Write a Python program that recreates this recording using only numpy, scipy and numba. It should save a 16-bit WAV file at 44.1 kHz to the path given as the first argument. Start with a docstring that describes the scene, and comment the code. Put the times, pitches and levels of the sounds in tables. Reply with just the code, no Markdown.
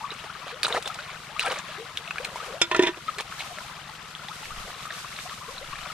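"""Groping in a rice-field ditch

Hands slosh, drip and smack in muddy water, ringing the bubbles they trap; a trickle runs in on the left.
A hard little catch hits the wall of a plastic bucket, then tumbles and rolls on its drumming base.
Rice leaves brush and hiss close by, over a faint far drone and low puffs of breeze."""
import sys
import numpy as np
from scipy import signal
from scipy.fft import rfft, irfft
from scipy.io import wavfile
from numba import njit

SR = 44100
rng = np.random.default_rng(int(sys.argv[2]) if len(sys.argv) > 2 else 0)


def persist_wave(psi):
    """Save psi, clipped to +-1, as 16-bit WAV."""
    counts = np.round(np.clip(psi, -1, 1) * 32767).astype(np.int16)
    wavfile.write(sys.argv[1], SR, np.atleast_2d(counts).T)


N = 261513

# EQ of the trickling water. Each row: frequency in Hz, gain in dB.
STREAM_EQ = [(250, -6), (450, -9), (700, -1.5), (900, -2), (1280, 7.5), (1600, 1), (2500, 1.5),
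             (4000, -0.5), (4700, -5), (8000, -17), (14000, -20)]
# Hands stir the water. Each row: start and length in seconds, level in dB, middle bubble pitch in Hz.
HAND_PUSHES = [(0.112, 0.014, -39.5, 1485), (0.238, 0.0066, -42.5, 850), (0.46, 0.06, -36.5, 2075),
               (0.64, 0.012, -38, 713), (0.644, 0.016, -29, 3220), (0.682, 0.052, -30.5, 1234),
               (0.74, 0.039, -25, 1457), (0.854, 0.022, -37.5, 880), (0.942, 0.21, -42.5, 2250),
               (1.395, 0.042, -32, 3500), (1.451, 0.037, -30.5, 1624), (1.497, 0.032, -29, 1415),
               (1.538, 0.063, -34, 2030), (1.681, 0.044, -40, 1790), (2.17, 0.4, -41, 996),
               (3.072, 0.032, -39.5, 2160), (3.183, 0.028, -32, 1985), (3.389, 0.035, -36.5, 2170),
               (4.664, 0.036, -43, 597)]
# The bucket's modes. Each row: pitch in Hz, level in dB when struck on the base, and on the wall.
BUCKET_MODES = [(341, -12, -4.5), (642, -5.5, -24), (963, 0.5, -9.5), (1002, -1.5, -18), (1405, -20, 1.5),
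                (1520, -5, -16), (1773, 2, -19), (1948, 4, -7), (2226, -9, 2.5), (2380, -2, -0.5),
                (2620, -25, -6), (2930, -6, -22), (3470, -18, 6), (3716, -1, 3.5), (5160, -9, 5.5),
                (7070, -38, 3)]
# EQ of shell cracking against plastic. Each row: frequency in Hz, gain in dB.
CRACK_EQ = [(150, -14.5), (400, -0.5), (800, -4.5), (1400, -4), (3700, 5), (4500, -14), (5400, -8.5),
            (9000, -14.5), (11000, -23.5), (15000, -42)]


def undb(db):
    """Decibels to gain."""
    return 10 ** (np.asarray(db) / 20)


def unit(x):
    """Scale to rms 1."""
    return x / np.sqrt(np.mean(x ** 2) + 1e-18)


def curve(rows):
    """Gain at every sample from (s, dB) rows."""
    return undb(np.interp(np.arange(N) / SR, *np.transpose(rows)))


def swells(rows):
    """Gain at every sample from bell-shaped swells (peak time s, half length s, dB)."""
    t = np.arange(N) / SR
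    return sum(undb(db) * np.exp(-((t - s) / half) ** 2) for s, half, db in rows)


def walk(rate):
    """Random drift with a spread near 1, turning rate times a second."""
    return np.interp(np.arange(N) / SR * rate, np.arange(N), rng.standard_normal(N))


def add(out, s, x):
    """Mix x into out from time s on."""
    i = max(int(s * SR), 0)
    out[..., i:i + x.shape[-1]] += x[..., :max(N - i, 0)]


def eq(x, points, size=2048):
    """Minimum-phase EQ through (Hz, dB) points."""
    hz, db = np.transpose(points)
    log_hz = np.log(np.fft.rfftfreq(size, 1 / SR) + 1)
    log_gain = np.log(undb(np.interp(log_hz, np.log(hz), db)))
    cepstrum = irfft(log_gain)[:size // 2]
    cepstrum[1:] *= 2
    response = irfft(np.exp(rfft(cepstrum, size))).reshape((1,) * (x.ndim - 1) + (-1,))
    return signal.fftconvolve(x, response, axes=-1)[..., :x.shape[-1]]


def lowpass(x, hz, order=1):
    """Gentle treble cut."""
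    return signal.sosfilt(signal.butter(order, min(hz, SR / 2 - 100), fs=SR, output="sos"), x)


@njit
def bubbles(length, start, hz, cycles, size, rise):
    """Ringing bubbles; each dies away over its cycles while its pitch climbs by the fraction rise."""
    out = np.zeros(length)
    for k in range(len(start)):
        n, first, phase = int(cycles[k] / hz[k] * SR) + 2, int(start[k] * SR), 0.
        for i in range(min(n, length - first)):
            age = i / n
            phase += 2 * np.pi * hz[k] * (1 + rise * age) / SR
            out[first + i] += size[k] * np.sin(phase) * np.exp(-5 * age) * (1 - np.exp(-25 * age))
    return out


def ragged(hz, rough, flutter_hz):
    """A tone along a pitch curve, fluttering in strength and phase."""
    t = np.arange(len(hz)) / SR
    wobble, smear = (np.interp(t * flutter_hz, np.arange(200), row)
                     for row in rng.standard_normal((2, 200)))
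    phase = 2 * np.pi * np.cumsum(hz) / SR
    tone = (1 + rough * wobble) * np.sin(phase) + rough * smear * np.cos(phase)
    return tone / np.sqrt(1 + rough ** 2)


def plip(hz, t60, ring_db, spray_db):
    """One wet impact: a rising ring and a burst of bright spray that die together."""
    t = np.arange(SR // 12) / SR
    ring = undb(ring_db) * np.sin(2 * np.pi * hz * t * (1 + 6 * t))
    spray = undb(spray_db) * rng.standard_normal(len(t))
    envelope = undb(-60 * t / t60) * (1 - np.exp(-t / 0.00022))
    return envelope * (ring + spray - lowpass(spray, hz / 2))


def place(x, left_db, lag_ms, scatter_db, scatter_t60, blur_hz):
    """Pan the treble, delay the left by lag_ms and add bright scatter off bank and stalks."""
    hz = np.fft.rfftfreq(N + SR, 1 / SR)
    t = np.arange(SR // 8) / SR
    tail = rng.standard_normal((2, len(t))) * undb(-60 * t / scatter_t60) * (t > .001)
    scatter = rfft(unit(tail), N + SR) / np.sqrt(len(t)) * undb(scatter_db) * hz / np.hypot(hz, blur_hz)
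    direct = np.exp(-2j * np.pi * hz * np.array([[lag_ms / 1000], [0]]))
    shade = undb(np.array([[left_db], [-left_db]]) / 2 * hz / np.hypot(hz, 700))
    return irfft(rfft(x, N + SR) * (direct + scatter) * shade, N + SR)[:, :N]


def air():
    """A far, throbbing drone and rumbling puffs of breeze."""
    # EQ of the far rumble. Each row: frequency in Hz, gain in dB.
    far_eq = [(15, -12), (45, 1), (80, -0.5), (115, 1), (150, -1), (200, 2), (280, -9), (500, -5),
              (1200, -42)]
    # Puffs of breeze. Each row: peak time and half length in seconds, level in dB.
    puffs = [(4.58, 0.093, -43), (5.722, 0.21, -48)]
    t = np.arange(N) / SR
    rumble = eq(rng.standard_normal(N) + 0.29 * rng.standard_normal((2, N)), far_eq)
    drone = np.sin(2 * np.pi * 149 * t + 1.5 * walk(30))
    throb = 1 + 0.54 * np.sin(2 * np.pi * 21 * t + 2.0 * walk(5.5))
    breeze = unit(lowpass(rng.standard_normal(N) + 0.33 * rng.standard_normal((2, N)), 41, order=2))
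    return (undb(-54) * unit(rumble) + undb(-54.5) * drone) * throb + breeze * swells(puffs)


def leaves(count=150, rest_db=-50):
    """Rice blades brush each other on both sides: a fine hiss, and crisp ticks that grow with it."""
    # EQ of the hiss. Each row: frequency in Hz, gain in dB.
    leaf_eq = [(400, -11.5), (1500, -1), (3500, 1), (6000, -2), (9000, -5.5), (10500, -10), (13000, -11.5),
               (15500, -39)]
    # An arm sweeps through the blades. Each row: peak time and half length in seconds, level in dB.
    swishes = [(2.42, 0.16, -51.5), (3.5, 0.21, -49), (4.45, 0.22, -51), (5.05, 0.41, -48),
               (5.85, 0.53, -54.5)]
    grain = rng.standard_normal((2, N)) * undb(4.1 * rng.standard_normal((2, N)))
    hiss = unit(eq(grain, leaf_eq)) * undb(1.74 * walk(35))
    when, pitch, size, side = rng.random((count, 4)).T
    hz = 2200 * 2 ** (2.5 * pitch)
    gain = undb(5 + 19 * size ** 3 - 6 * pitch)
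    ticks = [bubbles(N, when * N / SR, hz, 4 + 4 * pitch, gain * np.sqrt(share), rise=0.)
             for share in (side, 1 - side)]
    return (hiss + np.array(ticks)) * (undb(rest_db) + swells(swishes))


def fizz(count=14000):
    """A soft wash of tiny, short-lived bubbles."""
    when, life, pitch, size = rng.random((count, 4)).T
    hz = 560 * 2 ** (4.3 * pitch)
    gain = undb(-2.4 * np.log(size + .01)) * 2 ** (2.4 * pitch)
    return unit(eq(bubbles(N, when * N / SR, hz, 7 + 20 * life, gain, rise=0.13), STREAM_EQ))


def trickle(count=260):
    """Water runs in on the left in small gulps: gliding bubbles over fizz, with wide, bright spatter."""
    # The flow swells and ebbs. Each row: time in seconds, level in dB.
    flow = [(0.0, -42), (0.86, -40), (1.2, -42.5), (1.52, -38), (1.91, -41.5), (2.5, -40.5),
            (2.95, -44), (3.44, -41.5), (3.83, -42), (5.02, -40.5), (5.37, -43), (5.93, -38.5)]
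    when, life, pitch, size = rng.random((count, 4)).T
    hz = 430 * 2 ** (3 * pitch)
    gain = undb(9 * size ** 2 + 5 * pitch)
    babble = bubbles(N, when * N / SR, hz, 20 + 30 * life, gain, rise=0.3)
    water = undb(-9) * unit(eq(babble, STREAM_EQ)) + undb(-3) * fizz()
    wide_fizz = np.array([fizz(), fizz()])
    spatter = undb(-6.5) * (wide_fizz - lowpass(wide_fizz, 1530))
    pan = undb([[3.6], [-3.6]])
    return (water + spatter) * pan * curve(flow) * undb(1.4 * walk(30))


def gurgles():
    """Large bubbles swell and break up, each on its own wandering glide; soft mud makes them flutter."""
    # Surfacing bubbles. Each row: start in seconds, level in dB, starting pitch in Hz,
    # length of the main swell in seconds, glide in octaves per second.
    glugs = [(.007, -32, 843, 0.052, 5.5), (0.036, -29.5, 1138, 0.037, -2), (0.522, -37, 413, 0.055, 12),
             (1.363, -28.5, 1245, 0.015, -2.5), (1.444, -23.5, 1348, 0.037, 6),
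             (1.472, -26.5, 467, 0.018, 5.5), (1.508, -31, 471, 0.023, 6.5), (1.777, -37.5, 391, 0.064, 6),
             (2.193, -36.5, 481, 0.045, 10), (2.399, -29.5, 1153, 0.027, 12),
             (2.478, -38.5, 558, 0.045, -12), (2.515, -34.5, 487, 0.073, 9),
             (3.0796, -23.5, 1137, 0.02, 9.5), (3.176, -34.5, 372, 0.02, 13), (3.507, -36.5, 663, 0.022, 8),
             (4.284, -37, 824, 0.029, 14), (4.311, -29.5, 1154, 0.013, 18), (4.502, -38, 1140, 0.034, 10.5),
             (4.868, -30.5, 1275, 0.011, -3), (5.044, -31.5, 1126, 0.016, 3), (5.254, -35, 697, 0.022, 9.5),
             (5.317, -31, 1238, 0.018, -5), (5.484, -36, 1130, 0.021, -8.5), (5.409, -35.5, 1090, 0.026, 6),
             (5.479, -40, 455, 0.031, 10), (5.612, -34, 498, 0.022, 9.5), (5.899, -29.5, 1320, 0.008, 6)]
    out = np.zeros(N)
    for s, db, hz, length, glide in glugs:
        t = np.arange(int(2 * length * SR)) / SR
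        age = t / length / 0.3
        swell = age * np.exp(1 - age)
        wander = .07 * walk(110)[:len(t)]
        add(out, s, undb(db) * swell * ragged(hz * 2 ** (glide * t + wander), rough=.5, flutter_hz=200))
    return out


def crackles(count=6, spread_s=0.0067):
    """Wet stalks and mud crackle under the fingers, each time in a quick handful of ticks."""
    # Clusters of ticks. Each row: start in seconds, level in dB.
    clusters = [(3.405, -26.5), (4.283, -27), (4.43, -27.5), (4.453, -29), (4.903, -27), (5.16, -28.5),
                (5.184, -28), (5.198, -28), (5.292, -28.5), (5.781, -30)]
    s, db = np.transpose(clusters)[:, :, None]
    when, pitch, size = rng.random((len(s), count, 3)).transpose(2, 0, 1)
    start = s + when * spread_s
    hz = 1700 * 2 ** (1.3 * pitch)
    gain = undb(db) * (.5 + size)
    return bubbles(N, start.ravel(), hz.ravel(), 8 + 10 * size.ravel(), gain.ravel(), rise=0.)


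def plunges(overtone_ratio=2.8):
    """The air pocket behind a plunging hand gulps down in pitch as it deepens, on two resonances."""
    # Air pockets. Each row: start and length in seconds, level in dB, first and last pitch in Hz.
    pockets = [(1.41, .085, -34.5, 1595, 477.3)]
    out = np.zeros(N)
    for s, length, db, first_hz, last_hz in pockets:
        n = int(length * SR)
        depth = np.linspace(0, 1, n)
        hz = first_hz * (last_hz / first_hz) ** depth * 2 ** (.13 * walk(90)[:n])
        gulp = ragged(hz, rough=1.6, flutter_hz=450)
        overtone = undb(-5) * ragged(hz * overtone_ratio, rough=2, flutter_hz=700)
        jerks = unit(undb(4.5 * walk(160)[:n]))
        add(out, s, undb(db) * signal.windows.tukey(n, .15) * jerks * (gulp + overtone))
    return out


def sloshes(bubbles_per_s=2400):
    """Each push of a hand traps separate bubbles, more the longer it lasts, and throws fine spray."""
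    out = np.zeros(N)
    for s, length, db, middle_hz in HAND_PUSHES:
        t = np.arange(int((length + 0.02) * SR)) / SR
        count = 10 + int(length * bubbles_per_s)
        when, life = rng.random((SR // 20, 2))[:count].T
        pitch, size = rng.standard_normal((SR // 20, 2))[:count].T
        hz = np.clip(middle_hz * 2 ** (.8 * pitch), 200, 13000)
        gain = undb(7.3 * np.minimum(size, 1.7)) * (hz / middle_hz) ** -.05 * (hz > 400)
        cloud = bubbles(len(t), when * length, hz, 6 + 20 * life, gain, rise=0.24)
        spray = rng.standard_normal(SR)[:len(t)] * np.exp(-np.maximum(t - length, 0) / 0.01)
        level = undb(db) * np.sqrt(len(t) / SR / length)
        add(out, s, level * (unit(cloud) + undb(-8.5) * unit(spray)))
    return out


def droplets(count=4):
    """Each slosh flings a few fine droplets, which land with crisp ticks."""
    s, length, db, _ = np.transpose(HAND_PUSHES)[:, :, None]
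    when, pitch, size = rng.random((len(s), count, 3)).transpose(2, 0, 1)
    start = s + when * (length + .025)
    hz = 6000 + 8000 * pitch
    gain = undb(db + 10.5 + 17 * size ** 2)
    return bubbles(N, start.ravel(), hz.ravel(), 3 + 4 * size.ravel(), gain.ravel(), rise=0.)


def drops():
    """Drops fall from the hands; each smacks the surface and rings one small bubble."""
    # Drips. Each row: start in seconds, level in dB, starting pitch in Hz, 60 dB decay in seconds.
    drips = [(0.105, -26, 3800, 0.017), (0.6323, -14, 2470, 0.0089), (0.6493, -13, 3750, 0.011),
             (0.6666, -14, 1320, 0.021), (0.681, -16, 950, 0.016), (0.7255, -14.5, 3630, 0.0089),
             (0.747, -14, 710, 0.023), (0.768, -16, 1280, 0.023), (0.8587, -23, 3480, 0.02),
             (0.989, -22, 1370, 0.05), (1.3948, -10, 2670, 0.01), (1.4606, -20, 2250, 0.022),
             (1.9737, -6, 3260, 0.0029), (2.077, -23.5, 2600, 0.012), (2.1082, -17.5, 2550, 0.015),
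             (2.109, -15.5, 1410, 0.011), (2.158, -22, 1320, 0.014), (2.183, -13.5, 2330, 0.008),
             (2.1835, -19.5, 1600, 0.016), (2.2509, -14, 2400, 0.0063), (2.358, -19, 915, 0.037),
             (3.3247, -21.5, 1420, 0.018), (3.586, -12.5, 1670, 0.0029), (4.151, -21.5, 3220, 0.0074),
             (4.704, -20, 1220, 0.007), (4.8545, -20, 1200, 0.014), (5.581, -26.5, 3970, 0.013)]
    out = np.zeros(N)
    for s, db, hz, t60 in drips:
        add(out, s, undb(db) * plip(hz, t60, ring_db=4, spray_db=-10))
    return out


def smacks():
    """Wet mud snaps as it lets go of the fingers: mostly spray, with little ring."""
    # The mud lets go. Each row: start in seconds, level in dB.
    releases = [(0.6318, -7), (0.8252, -19), (0.876, -13.5), (0.944, -21.5), (1.3943, -11.5), (1.5187, -17),
                (1.9718, -21.5), (2.2473, -15.5), (3.1843, -17.5), (3.207, -16.5), (4.787, -31)]
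    out = np.zeros(N)
    for s, db in releases:
        add(out, s, undb(db) * plip(hz=2460, t60=0.013, ring_db=-16, spray_db=3))
    return out


def roll(start_s=2.745, stop_s=2.89, attack_s=0.12, release_t60=0.031, knocks_per_s=900):
    """The rolling shell keeps the base ringing with tiny knocks; its weight damps the high modes."""
    t = np.arange(SR // 10) / SR
    ring = sum((-1) ** k * undb(db - 60 * t / min(.06, 80 / hz)) * np.sin(2 * np.pi * hz * t)
               for k, (hz, db, _) in enumerate(BUCKET_MODES))
    knocks = rng.standard_normal(N) * (rng.random(N) < knocks_per_s / SR)
    body = unit(lowpass(signal.fftconvolve(knocks, ring)[:N], 4100, order=2))
    scuff = unit(lowpass(eq(knocks, CRACK_EQ), 2260))
    now = np.arange(N) / SR
    attack = np.clip((now - start_s) / attack_s, 0, 1)
    release = undb(-60 * np.maximum(now - stop_s, 0) / release_t60)
    return undb(-29.5) * (.6 * body + scuff) * attack * release


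def bucket_ring(t, wall):
    """Plastic damps high modes fast; on the base the catch loads them, differently at every touch."""
    hz, base_db, wall_db = np.transpose(BUCKET_MODES)[:, :, None]
    jitter, detune, polarity = rng.standard_normal((3, len(BUCKET_MODES), 1))
    base = 1 - wall
    t60 = np.minimum(.17, .135 * np.sqrt(1400 / hz)) * np.minimum(1, 1400 / hz) ** (.8 * base)
    pitch = hz * (1 + .04 * base * np.minimum(1, hz / 2600) * detune)
    modes_db = base_db + wall * (wall_db - base_db) + 3 * base * jitter - 60 * t / t60
    return np.sum(np.sign(polarity) * undb(modes_db) * np.sin(2 * np.pi * pitch * t), axis=0)


def chatter(t, touch_t60=0.0087, tail_t60=0.099):
    """The catch touches several times in one bounce: a stuttering crack with a short tail."""
    # Contacts. Each row: delay after the first touch in seconds, level in dB.
    touches = [(0, 4), (.0022, -4), (.0065, -21), (0.011, -22)]
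    bursts = sum((t >= lag) * undb(db - 60 * np.abs(t - lag) / touch_t60) for lag, db in touches)
    tail = undb(-8.5 - 60 * t / tail_t60)
    return eq(rng.standard_normal(len(t)) * (bursts + tail), CRACK_EQ)


def base_thud(t, attack_s=0.0071):
    """The flexing base drums with a wavering pitch, and the air in the bucket hums on."""
    # Low resonances. Each row: pitch in Hz, 60 dB decay in seconds, level in dB.
    drum_modes = [(330, 0.05, -7), (375.5, 0.031, 2), (355, 0.11, -9)]
    bent_time = np.cumsum(1 + .035 * walk(70)[:len(t)]) / SR
    drum = sum(undb(db - 60 * t / t60) * np.sin(2 * np.pi * hz * bent_time) for hz, t60, db in drum_modes)
    return drum * (1 - np.exp(-t / attack_s))


def bounces(patch_t60=0.065, snap_t60=0.032):
    """Each bounce rings the bucket and the struck patch, drums the base and flicks water off the catch."""
    # Hits. Each row: start in seconds, level in dB, position from base (0) to wall (1), treble cutoff
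    # in Hz, pitch of the struck patch in Hz, then levels of patch, thud and wet snap in dB.
    hits = [(2.6151, -17, 1, 12000, 3440, -24, -59, -14),
            (2.7135, -19.5, 0.022, 3360, 2680, -25, -25.5, -45),
            (2.7461, -17.5, 0.13, 2200, 1370, -15.5, -36, -42),
            (2.763, -27, 0.13, 3000, 1530, -32, -29, -26.5),
            (2.7929, -14.5, 0.089, 1010, 982, -20.5, -8, -35),
            (2.823, -26, 0.94, 3000, 2730, -32, -21.5, -28),
            (2.834, -22, 0.23, 2600, 2440, -21, -19.5, -29), (2.87, -20, 0.23, 5000, 3520, -24, -27.5, -38),
            (2.89, -31, 0.3, 2000, 980, -44, -24, -45), (2.971, -36, 0.4, 1200, 560, -38, -37.5, -56)]
    # EQ of fine spray. Each row: frequency in Hz, gain in dB.
    spray_eq = [(1500, -34), (5000, 7), (7600, 2), (11000, -14), (15500, -30)]
    out, t = np.zeros(N), np.arange(SR // 4) / SR
    attack = 1 - np.exp(-t / 0.00046)
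    for s, db, wall, cutoff_hz, patch_hz, patch_db, thud_db, snap_db in hits:
        knock = undb(db) * lowpass(0.46 * bucket_ring(t, wall) + 2.83 * chatter(t), cutoff_hz)
        patch = ragged(np.full(len(t), patch_hz), rough=.6, flutter_hz=300)
        patch *= undb(patch_db - 60 * t / patch_t60)
        thud = -2.9 * undb(thud_db) * base_thud(t)
        snap = eq(rng.standard_normal(len(t)) * undb(snap_db - 60 * t / snap_t60), spray_eq)
        add(out, s, (knock + patch) * attack + snap + thud)
    return out


def scene():
    """Stream on the left, hands in front, bucket just to the right, leaves and air all around."""
    # EQ of the splashes. Each row: frequency in Hz, gain in dB.
    splash_eq = [(120, -10), (380, -2.5), (1000, -7), (2500, -2.5), (4000, 0), (4600, -4.5), (7500, -10),
                 (9200, -7.5), (10500, -16), (15000, -26)]
    glugs = place(gurgles(), left_db=8, lag_ms=0.014, scatter_db=-11, scatter_t60=0.04, blur_hz=2000)
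    water = plunges() + crackles() + eq(sloshes() + drops() + smacks() + droplets(), splash_eq)
    hands = place(water, left_db=1, lag_ms=0.033, scatter_db=-1, scatter_t60=0.067, blur_hz=5360)
    tumble = bounces() + roll()
    bucket = place(tumble, left_db=-1, lag_ms=0.069, scatter_db=-0.5, scatter_t60=0.016, blur_hz=4460)
    return trickle() + glugs + hands + bucket + leaves() + air()


def record(dry, top_hz=15400):
    """A steep low-pass takes off the very top."""
    return signal.sosfilt(signal.ellip(8, .2, 70, top_hz, fs=SR, output="sos"), dry)


dry = scene()
out = record(dry)
persist_wave(out)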